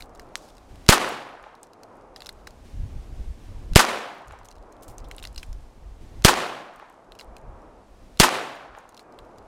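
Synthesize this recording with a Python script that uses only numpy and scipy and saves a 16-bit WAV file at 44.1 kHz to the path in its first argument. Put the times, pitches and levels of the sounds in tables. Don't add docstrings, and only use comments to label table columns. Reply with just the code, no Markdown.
import sys
import numpy as np
from scipy import signal
from scipy.fft import rfft, irfft, next_fast_len
from scipy.io import wavfile
from scipy.ndimage import uniform_filter1d

SR = 44100
rng = np.random.default_rng(int(sys.argv[2]) if len(sys.argv) > 2 else 0)


def to_linear_factor(level_db):
    exponent = np.asarray(level_db, float) / 20
    return 10 ** exponent


def transcribe(signal):
    frames = np.atleast_2d(signal).T
    limited = np.clip(frames, -1, 1)
    pcm = np.round(limited * 32767).astype(np.int16)
    wavfile.write(sys.argv[1], SR, pcm)


N = 417627
TOP_HZ = 15800

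# time in seconds, suction strength [0-2], ground bounce strength [0-2],
# gas roar in dB.
SHOTS = [
    (.8892, 1.05, 1.6, 2),
    (3.7586, 1.7, 1.9, 2),
    (6.2480, 1.0, 1.6, 2),
    (8.1992, .65, 1.3, 2),
]
# delay in seconds, build-up in seconds, t60 in seconds,
# centre in Hz, width in Hz, level in dB.
SURFACES = [
    (.005, 0.0034, 0.073, 5447, 7023, -9),
    (.005, 0.0035, .2, 1759, 2558, -12.5),
    (.0325, .002, 0.08, 1550, 1100, -13.5),
    (.0325, .002, 0.085, 4510, 5937, -12),
    (.036, .004, 0.1, 1000, 451, -11.5),
    (.055, .01, .25, 1000, 1867, -21),
    (.02, .006, .3, 401.5, 350, -18),
    (.048, .003, 0.15, 3995, 5890, -23),
    (.13, 0.07, 0.77, 3180, 2530, -41),
    (.53, 0.03, 0.51, 970, 960, -43.5),
]


def unit(x):
    return x / np.sqrt(np.mean(x ** 2))


def on_log(table, hz):
    table_hz, value = np.transpose(table)
    return np.interp(np.log(np.maximum(hz, 1)), np.log(table_hz), value)


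def band(x, hz, width):
    centre = min(hz, SR / 2.2)
    return signal.lfilter(*signal.iirpeak(centre, hz / min(width, SR / 3), fs=SR), x)


def steep(x, hz, width):
    return band(band(x, hz, width), hz, width)


def coloured(table):
    size = next_fast_len(N)
    hz = np.arange(size // 2 + 1) * SR / size
    spectrum = rfft(rng.standard_normal(size)) * to_linear_factor(on_log(table, hz))
    return unit(irfft(spectrum, size))[:N]


def walk(rate):
    k = int(SR / rate)
    held = np.repeat(rng.standard_normal(N // k + 1), k)
    return uniform_filter1d(uniform_filter1d(held, k), k)[:N]


def swell(t, delay, build, t60):
    u = np.maximum(t - delay, 0)
    return (1 - np.exp(-u / build)) * to_linear_factor(-60 * u / t60)


def revolver():
    hammer_lead_s = .007
    size = 2 ** 16
    out = np.zeros(N + size)
    t = np.arange(size) / SR
    fired = t - hammer_lead_s
    place = rng.standard_normal((len(SURFACES) + 1, size))
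    for s, suction, bounce, roar_db in SHOTS:
        hammer = to_linear_factor(-25) * swell(t, 0., .00056, .06) * unit(steep(rng.standard_normal(size), 3600, 7000))
        grain = place + .72 * rng.standard_normal(place.shape)
        grain[0] = rng.standard_normal(size)
        start = int((s - hammer_lead_s) * SR)
        shot = blast(fired + .00081, suction, bounce, roar_db)
        out[start:start + size] += hammer + shot + surroundings(fired, grain)
    return out[:N]


def blast(t, suction, bounce, roar_db):
    bounce_s, muzzle_hz = .0063, 1450
    jet = swell(t, 0., .002, .06) * 1.25 / (1 + (np.maximum(t, 0) / .0032) ** 8)
    jet += .22 * swell(t, .002, .0005, .04) + .5 * swell(t, .0062, .0002, .006)
    roar = to_linear_factor(roar_db) * jet * unit(steep(rng.standard_normal(len(t)), 2900, 6500))
    flap = .3 + .6 * np.cos(2 * np.pi * muzzle_hz * (t - .0015))
    push = flap * np.exp(-((t - .0018) / .0008) ** 2)
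    ground = t > bounce_s
    pull = -1.25 * suction * swell(t, .0022, .0003, .005 + .03 * suction) * ~ground
    rebound = bounce * ground * swell(t, bounce_s, .00015, .02)
    rebound = rebound / (1 + (np.maximum(t - bounce_s, 0) / .00065) ** 5)
    swing = .24 * swell(t, .009, .005, .08) - (1.25 - suction) * .55 * swell(t, .0072, .0004, .025)
    return roar + push + pull + rebound + swing


def surroundings(t, grain):
    scatter = np.zeros(len(t))
    for noise, (delay, build, t60, hz, width, db) in zip(grain, SURFACES):
        scatter += to_linear_factor(db) * swell(t, delay, build, t60) * unit(steep(noise, hz, 1.3 * width))
    return scatter + hard_returns(t, grain[0]) + tree_line(t, grain)


def hard_returns(t, chance):
    # delay in seconds, centre in Hz, width in Hz, level in dB.
    slaps = [(.0275, 1196, 1196, -14.5), (0.0334, 1494, 1499, -11.5), (0.0349, 900, 1000, -7.5),
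             (0.039, 1550, 1010, -9.5), (0.0409, 1000, 1000, -11.5), (0.0454, 950, 981, -4.5),
             (0.0533, 1210, 2520, -12), (.07, 1012, 1494, -19.5), (0.0507, 9100, 7000, -15.5),
             (0.0853, 845, 700, -12), (0.0892, 910, 1000, -17), (0.092, 970, 1810, -13.5),
             (0.0917, 5006, 4500, -14), (.551, 1070, 1300, -31), (0.5718, 954, 502, -52),
             (.575, 740, 500, -40.5), (.5785, 770, 600, -31), (0.595, 847, 599.6, -44),
             (.73, 800, 600, -42), (.745, 790, 600, -43)]
    # delay in seconds, centre in Hz, level in dB.
    trunks = [(0.1174, 820, -17), (0.1216, 860, -33), (0.1254, 730, -18), (0.1391, 1190, -18),
              (0.1559, 1548, -12.5), (0.1756, 595, -15), (0.1869, 1370, -18), (0.2062, 790, -21.5),
              (0.2143, 710, -18), (0.2265, 817, -40), (0.2378, 989, -29), (0.2526, 820, -20.5),
              (0.2571, 925, -26), (0.2759, 1118, -23.5), (0.2847, 1032, -30), (0.3046, 731, -50),
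              (0.3215, 903, -37), (0.3287, 989, -47), (0.3375, 890, -37), (0.3464, 731, -46),
              (0.3601, 903, -51), (0.3899, 688, -38), (0.3979, 903, -43), (0.4059, 800, -50),
              (0.4143, 817, -45), (0.4179, 930, -45), (0.4263, 860, -39), (0.4332, 680, -46),
              (0.4499, 790, -34), (0.4604, 725, -35), (0.4744, 946, -35), (0.4857, 860, -40),
              (0.508, 1118, -33), (0.6383, 688, -43.5), (0.6546, 903, -34), (0.6927, 989, -39)]
    returns = list(slaps)
    for k, (delay, hz, db) in enumerate(trunks):
        returns.append((delay, hz, .56 * hz, db - 5 + chance[k]))
    out = np.zeros(len(t))
    for delay, hz, width, db in returns:
        ring = echo(hz, width)
        at = np.searchsorted(t, delay)
        out[at:at + len(ring)] += to_linear_factor(db) * ring
    return out


def echo(hz, width):
    impulse = np.eye(1, 1024)[0]
    ring = band(steep(impulse, hz, width), hz, 2 * width)
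    return -ring / np.abs(ring).max()


def tree_line(t, grain):
    # frequency in Hz, density in dB per Hz.
    trees = [(59, -56), (100, -17), (266, -7.5), (535, -4), (634, -5.5), (705, -3.5), (768, -5), (1060, -6),
             (2990, -12.5), (9610, -26), (14800, -40), (16300, -44)]
    # frequency in Hz, t60 in seconds.
    trees_t60 = [(150, 1), (400, 0.89), (900, 1.26), (2000, 0.91), (4000, 0.69), (8000, 0.54),
                 (14000, 0.61)]
    hz = np.arange(len(t) // 2 + 1) * SR / len(t)
    spectrum = rfft(grain[-1]) * to_linear_factor(on_log(trees, hz))
    spectrum = spectrum / np.sqrt(np.mean(irfft(spectrum) ** 2))
    out = np.zeros(len(t))
    for centre in 100 * 2 ** (np.arange(16) / 2):
        share = np.clip(1 - 2 * np.abs(np.log2(np.maximum(hz, 1) / centre)), 0, 1)
        fade = swell(t, .1, .012, on_log(trees_t60, centre))
        clumps = unit(uniform_filter1d(grain[0], 300))
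        clumps = clumps + unit(uniform_filter1d(np.roll(grain[1], int(9 * centre)), 500))
        out += to_linear_factor(-24.5 + .89 * clumps) * fade * irfft(spectrum * share, len(t))
    return out


def lockwork():
    # frequency in Hz, level in dB, t60 in seconds.
    steel = [(1550, -11, 0.015), (2070, -7, 0.011), (2780, -7.5, 0.016), (4050, -7.5, 0.028),
             (5100, -11.5, 0.008), (7800, -16.5, .012)]
    click_hz, click_width_hz = 5000, 9000
    frame_reach_hz = 4500
    size = 3072
    out = np.zeros(N + size)
    t = np.arange(size) / SR
    rows = steel_rows()
    chance = rng.standard_normal((len(rows), 3, size))

    def ring(blow, hz):
        return unit(band(band(blow, hz, hz / 2), hz, 420 + .053 * hz))

    for (s, db, hz, second_hz, t60, rattle_db, ringing), (chatter, hiss, share) in zip(rows, chance):
        blow = chatter * swell(t, .00053, .000098, np.clip(t60, .003, .06))
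        blow[20] += 4.4
        part = unit(steep(blow, max(hz, click_hz), click_width_hz))
        part = part + ringing * (ring(blow, hz) + to_linear_factor(-6.5) * ring(blow, second_hz))
        frame = np.zeros(size)
        for k, (mode_hz, mode_db, mode_t60) in enumerate(steel):
            tone = np.sin(2 * np.pi * mode_hz * (1 + .026 * share[-k - 1]) * t)
            frame += to_linear_factor(mode_db + 2.5 * share[k]) * tone * to_linear_factor(-60 * t / mode_t60)
        patches = to_linear_factor(2.5 * np.tanh(unit(uniform_filter1d(share, 120))))
        rattle = to_linear_factor(rattle_db + 3 * hiss[0]) * swell(t, .002, .0037, .087)
        rattle = rattle * patches * unit(steep(hiss, 4200, 7400))
        shake = .42 * min(frame_reach_hz / hz, 1) ** 3
        start = int(s * SR)
        out[start:start + size] += to_linear_factor(db - .5) * (part / np.abs(part).max() + shake * frame + .27 * rattle)
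    return out[:N]


def steel_rows():
    # time in seconds, peak in dB,
    # ring in Hz, second ring in Hz, t60 in seconds.
    cocking = [(0.0061, -31.5, 2340, 3960, 0.026), (0.0227, -27.5, 4000, 4610, 0.0035),
               (0.1959, -31, 1570, 4840, 0.011), (1.6306, -31, 8200, 6940, 0.01),
               (2.1614, -28.5, 4660, 1690, 0.006), (2.1653, -41, 3320, 1680, 0.007),
               (2.2052, -32, 4200, 3250, 0.0057), (2.2204, -28.5, 3940, 1570, 0.0056),
               (2.2601, -28, 3810, 5770, 0.0073), (2.2673, -26.5, 5280, 4000, 0.0083),
               (2.273, -47, 9500, 2600, 0.012), (2.291, -23.5, 4000, 2130, 0.014),
               (2.471, -28.5, 1470, 2580, 0.008), (2.4737, -29, 1440, 4740, 0.011),
               (4.4862, -35, 6660, 3640, 0.006), (4.9818, -27.5, 6660, 7900, 0.0074),
               (5.043, -45, 3800, 5000, 0.056), (5.1128, -25.5, 2150, 3180, 0.003),
               (5.1181, -41, 3120, 8870, 0.006), (5.1644, -33, 9500, 10400, 0.0056),
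               (5.182, -28, 3840, 2850, 0.005), (5.2262, -30, 3870, 2820, 0.0069),
               (5.2378, -34, 2630, 5150, 0.0137), (5.2397, -28.5, 2770, 3340, 0.01),
               (5.2513, -22.5, 3970, 2100, 0.0078), (5.2723, -28, 4930, 6590, 0.0064),
               (5.3604, -33, 4200, 7600, 0.012), (5.3783, -25.5, 4900, 4100, 0.026),
               (5.396, -41, 4400, 5200, 0.025), (5.4298, -28, 2270, 3000, 0.019),
               (5.435, -43, 2500, 9600, 0.01), (7.1205, -33.5, 3800, 3100, 0.0055),
               (7.195, -32, 2680, 4900, 0.015), (7.2106, -29.5, 4050, 2000, 0.0069),
               (8.9757, -35.5, 3810, 5020, 0.009), (8.9938, -33, 4180, 2070, 0.0084),
               (9.1884, -34.5, 3730, 1580, 0.013)]
    # time in seconds, peak in dB, ring in Hz.
    settling = [(0.1497, -40, 6950), (.174, -49, 6000), (.2892, -55, 4500), (0.4873, -43, 3760),
                (.5026, -45, 3650), (.5683, -44, 4980), (.581, -41, 3930), (.7564, -43, 3300),
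                (1.5516, -45, 4140), (1.7333, -41.5, 4560), (1.8333, -35.5, 4700), (2.3263, -43, 8200),
                (2.5065, -42, 4870), (4.3093, -48, 2140), (4.513, -38.5, 4540), (4.5823, -52, 4200),
                (5.0015, -45, 4790), (5.198, -39, 2870), (7.1515, -42, 2820), (7.1893, -33.5, 4500),
                (7.202, -36, 5130), (7.3662, -35.5, 2580), (8.8912, -38, 6500), (8.945, -41, 4580),
                (8.9677, -40, 4390), (9.1233, -48.5, 5510), (9.2497, -53, 3060), (9.3834, -42.5, 4580),
                (9.4245, -56, 3080)]
    sear = [
        (.8642, -29, 4000),
        (3.7347, -26, 4000),
        (6.2225, -32, 4200),
        (8.1735, -34, 3800),
    ]
    spring = [(.094, -49, 5950), (.2186, -47, 6900), (.3709, -41, 11780), (.3758, -38, 8000),
              (.552, -48, 6110), (4.2812, -38, 6730), (4.3221, -41, 7000), (4.3885, -44, 5670),
              (4.4549, -38, 5600), (4.5076, -42, 6270), (4.7246, -41, 6140), (4.824, -44, 5980),
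              (4.8806, -34, 7560), (5.0857, -42, 8600), (5.231, -31, 8370), (5.3462, -41, 5400),
              (5.529, -35.5, 5440), (6.738, -50.5, 6630), (6.76, -43, 8900), (6.794, -51, 9500),
              (6.898, -46, 8650), (6.926, -54, 7960), (6.942, -55, 7030), (7.0445, -57.5, 5360),
              (7.3825, -47, 6730), (5.1906, -36, 2900), (2.2658, -41, 11500), (2.247, -40, 4500),
              (5.148, -43, 3000), (8.7857, -39.5, 6900)]
    creep = [(0.1356, -57.0, 6450.0), (0.1579, -43, 3956.0), (0.2306, -54.0, 8428.0),
             (0.2463, -55.0, 7482.0), (0.2687, -55.0, 4900), (0.3376, -62, 6278.0), (0.6292, -58, 4558.0),
             (1.4277, -45, 6800), (1.5747, -62, 6708.0), (1.6137, -58.0, 8342.0), (1.6695, -46, 5800),
             (1.9555, -54, 8342.0), (1.9692, -55, 8858.0), (2.011, -52, 4558.0), (2.0216, -55, 5504.0),
             (2.146, -58.0, 3526.0), (2.1957, -50, 6966.0), (4.4322, -48, 3500), (4.5251, -43, 4128.0),
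             (4.5544, -46, 4730.0), (4.5591, -52, 4472.0), (4.5646, -49, 4558.0), (4.5781, -56.0, 6708.0),
             (4.626, -48, 4816.0), (4.6366, -59.0, 4280), (4.6581, -62, 6450.0), (4.7213, -48, 6150),
             (4.7662, -49, 3600), (4.7819, -62, 9546.0), (4.8099, -52, 6106.0), (5.3285, -42, 7912.0),
             (7.1131, -62, 3612.0), (7.2286, -46, 9288.0), (7.2449, -46, 9030.0), (7.4145, -51, 6536.0),
             (7.6191, -53, 5590.0), (8.7688, -51, 11438.0), (8.7776, -50, 8980), (8.9232, -49.5, 4214.0),
             (8.9803, -48, 10922.0), (9.1394, -56, 3980), (9.1436, -55.5, 3956.0), (9.3123, -63, 4472.0),
             (9.3592, -55, 3096.0), (9.3765, -52.0, 6536.0), (9.388, -52.5, 4644.0)]
    grit = [(.9385, -13, 10400), (1.0895, -25, 8500), (1.0945, -31, 11500), (1.290, -47, 9500),
            (3.8105, -14, 11000), (4.1475, -51, 14000), (4.194, -57, 9000), (4.2194, -51, 8500),
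            (4.259, -53, 6500), (4.2745, -47, 8500), (4.1815, -48, 10000), (8.2475, -11, 7940),
            (8.5541, -44, 9200), (8.561, -50, 12000), (5.4648, -47, 7500), (5.607, -52.5, 8000),
            (5.6274, -54, 4540), (8.803, -52.5, 9500), (8.811, -55, 7000), (9.028, -53, 8100),
            (.058, -46, 8000)]
    kinds = [(settling, .013, -17), (sear, .0022, -29), (spring, .01, -12), (creep, .005, -25), (grit, .005, -29)]
    rows = [(*row, -14.5, 2) for row in cocking]
    for ticks, t60, rattle_db in kinds:
        for s, db, hz in ticks:
            rows.append((s, db, hz, min(1.3 * hz, TOP_HZ), t60, rattle_db, .8))
    return rows


def latch():
    u = np.arange(N) / SR - .35556
    push = np.exp(-(u / .000042) ** 2)
    push = push - .3 * np.exp(-((u - .00013) / .00017) ** 2) + .17 * np.exp(-((u - .0005) / .00007) ** 2)
    noise = unit(steep(rng.standard_normal(N), 4500, 6000))
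    fizz = to_linear_factor(-24) * swell(u, .0002, .0002, .012)
    fizz = fizz + to_linear_factor(-38) * swell(u, .00073, .0012, .11) + to_linear_factor(-51.5) * swell(u, .02, .025, .87)
    return to_linear_factor(-6.5) * (push + fizz * noise)


def scuffs():
    # time in seconds, build-up in seconds, t60 in seconds, centre in Hz, level in dB.
    swishes = [
        (.0, 0.0031, 0.16, 7000, -51),
        (2.15, 0.033, .9, 3200, -64),
        (5.37, 0.0082, 0.4, 4600, -52.5),
        (.41, .03, 0.37, 4750, -51.5),
        (4.445, .006, 0.056, 6480, -44.5),
        (4.82, 0.0048, 0.14, 6860, -49.5),
        (4.88, 0.0021, 0.18, 7500, -49.5),
        (5.18, 0.012, 0.38, 6040, -65),
        (7.15, 0.0092, 0.092, 3000, -59),
    ]
    t = np.arange(N) / SR
    noise = rng.standard_normal(N) * to_linear_factor(3 * walk(300))
    out = np.zeros(N)
    for s, build, t60, hz, db in swishes:
        out += to_linear_factor(db) * swell(t, s, build, t60) * unit(steep(noise, hz, 1.8 * hz))
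    return out


def buffeting():
    # frequency in Hz, density in dB per Hz.
    buffet = [(8.8, -33.5), (15, 0), (32, 1), (51, -1.5), (133, -18), (161, -24), (260, -35), (340, -59),
              (570, -120)]
    split_hz = 48
    air = unit(coloured(buffet) * to_linear_factor(4.9 * walk(16)))
    heave = signal.sosfiltfilt(signal.butter(2, split_hz, fs=SR, output="sos"), air)
    flutter = evened(air - heave, .02) * wind_gain(1) * to_linear_factor(-9)
    return evened(heave, .025) * wind_gain(0) * to_linear_factor(-6) + flutter


def evened(x, span_s):
    k = int(span_s * SR)
    power = uniform_filter1d(uniform_filter1d(x ** 2, k), k)
    return unit(x / (power + .01 * np.mean(x ** 2)) ** (.36 / 2))


def wind_gain(flutter):
    # time in seconds, level in dB.
    breeze = [(0, -50), (.55, -50), (.8, -44.5), (1.2, -63), (1.9, -64.5), (2.1, -54), (2.68, -42.5),
              (3.1, -37), (3.7, -41), (4.1, -66.5), (4.85, -54), (5.3, -40), (5.7, -44.5), (6.2, -38),
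              (6.6, -70), (7.1, -65.5), (8.1, -46.5), (8.5, -65)]
    # time in seconds, peak in dB, width in seconds, flutter over heave in dB.
    eddies = [(.72, -51, 0.025, 7), (1.42, -61, 0.026, -2), (2.745, -30.5, 0.014, 10),
              (2.801, -23.5, 0.029, 7), (2.85, -28, 0.021, 8), (2.96, -34, 0.039, 10),
              (3.12, -36, 0.024, 1), (3.2, -25, 0.019, -10), (3.299, -17, 0.022, -18), (3.5, -41, 0.017, 7),
              (3.58, -32.5, 0.047, -8), (3.66, -40, .02, -1), (3.725, -19.5, 0.012, 4),
              (4.3, -48, 0.032, 16.5), (4.42, -48.5, 0.058, 3), (4.58, -47, 0.065, -5),
              (4.9, -31.5, 0.016, -4), (5.04, -35.5, 0.074, -5.5), (5.22, -40.5, 0.035, 4),
              (5.38, -31, 0.016, -16), (5.5, -27, 0.024, -8), (5.56, -34, 0.037, -12),
              (5.88, -39.5, 0.039, -4), (6.04, -37, 0.037, -1), (6.12, -43, 0.029, -3),
              (6.199, -34, 0.024, -2), (6.77, -56, 0.043, -6), (7.12, -51, 0.029, -8),
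              (7.31, -45, 0.059, -2), (7.5, -36, 0.079, 2.5), (7.67, -49, 0.019, -1),
              (8.04, -53.5, 0.022, -3.5), (8.151, -50, 0.032, 2.5), (8.72, -49, 0.028, -2),
              (9.22, -50, .03, 0), (9.4, -58.5, 0.15, 2)]
    t = np.arange(0, N, 32) / SR
    gain = to_linear_factor(np.interp(t, *np.transpose(breeze)))
    for s, db, width, tilt_db in eddies:
        gain = gain + to_linear_factor(db + flutter * tilt_db) * np.exp(-((t - s) / width) ** 2)
    return np.interp(np.arange(N) / SR, t, gain)


def since_shot():
    t = np.arange(N) / SR
    fired = np.array([-.92] + [row[0] for row in SHOTS])
    return t - fired[np.searchsorted(fired, t) - 1]


def far_road():
    # frequency in Hz, density in dB per Hz.
    road = [(59, -31.5), (100, -7.5), (129, -17), (247, -9.5), (510, -7.5), (744, -8), (1220, -14.5),
            (1670, -25), (2500, -33.5), (3250, -44), (5500, -64)]
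    hills_delay_s, hills_spread_s = 1.154, .3
    hills = to_linear_factor(2 * -49.5) * np.exp(-((since_shot() - hills_delay_s) / hills_spread_s) ** 2)
    return coloured(road) * np.sqrt(to_linear_factor(2 * -56.5) + hills) * to_linear_factor(1.4 * walk(6))


def dry_leaves():
    # frequency in Hz, density in dB per Hz.
    leaves = [(880, -39.5), (1500, -0.5), (2430, -2), (6350, -7.5), (9770, -12), (15200, -21.5),
              (16000, -27), (16400, -42.5)]
    # time in seconds,
    # build-up in seconds, level in dB.
    rustles = [
        (.1, .2, -67.5),
        (.685, 0.0057, -63.5),
        (2.3, 0.029, -67),
        (2.64, 0.0035, -63),
        (5.0, 0.058, -67.5),
        (6.0, 0.0093, -62.5),
        (7.5, .4, -64.5),
        (8.02, 0.019, -70),
    ]
    t = np.arange(N) / SR
    latest_shot = t - since_shot()
    rustle = np.zeros(N)
    for s, build, db in rustles:
        rise = 1 - np.exp(-np.maximum(t - s, 0) / build)
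        rustle += to_linear_factor(2 * db) * (latest_shot < s) * rise ** 2
    hush = to_linear_factor(2 * -72)
    flicker = coloured(leaves) * np.sqrt(hush + rustle) * to_linear_factor(1.3 * walk(14))
    wash = unit(steep(rng.standard_normal(N), 238, 270)) * np.sqrt(rustle) * to_linear_factor(7.5 + 1.9 * walk(33))
    return flicker + wash


def crow():
    # time in seconds, pitch in Hz, level in dB.
    caw = [
        (8.98, 840, -90),
        (9.01, 830, -68),
        (9.09, 800, -67),
        (9.16, 775, -69),
        (9.19, 765, -90),
    ]
    # multiple of the pitch, level in dB.
    caw_partials = [(2, 1), (3, -6)]
    s, hz, db = np.transpose(caw)
    t = np.arange(N) / SR
    pitch = np.interp(t, s, hz) * (1 + .012 * walk(90))
    phase = 2 * np.pi * np.cumsum(pitch) / SR
    return to_linear_factor(np.interp(t, s, db)) * sum(to_linear_factor(g) * np.sin(k * phase) for k, g in caw_partials)


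def scene():
    gun = revolver() + lockwork() + latch() + scuffs()
    return (gun + buffeting() + far_road() + dry_leaves() + crow())[None]


def gated(x, hz, db):
    top = signal.sosfiltfilt(signal.butter(10, hz, "high", fs=SR, output="sos"), x)
    faint = np.sqrt(uniform_filter1d(top ** 2, 1024) + 1e-14) < to_linear_factor(db)
    return x - top * uniform_filter1d(faint * 1., 128)


def roll_off(x):
    return signal.sosfilt(signal.butter(12, 16600, fs=SR, output="sos"), x)


def record(dry):
    # edge in Hz, threshold in dB.
    gates = [(13000, -89), (14600, -96)]
    dull = signal.sosfilt(signal.ellip(8, .2, 60, TOP_HZ, fs=SR, output="sos"), dry)
    mix = np.clip(dull, -.99, .99)
    for hz, db in gates:
        mix = gated(mix, hz, db)
    return roll_off(mix)


dry = scene()
out = record(dry)
transcribe(out)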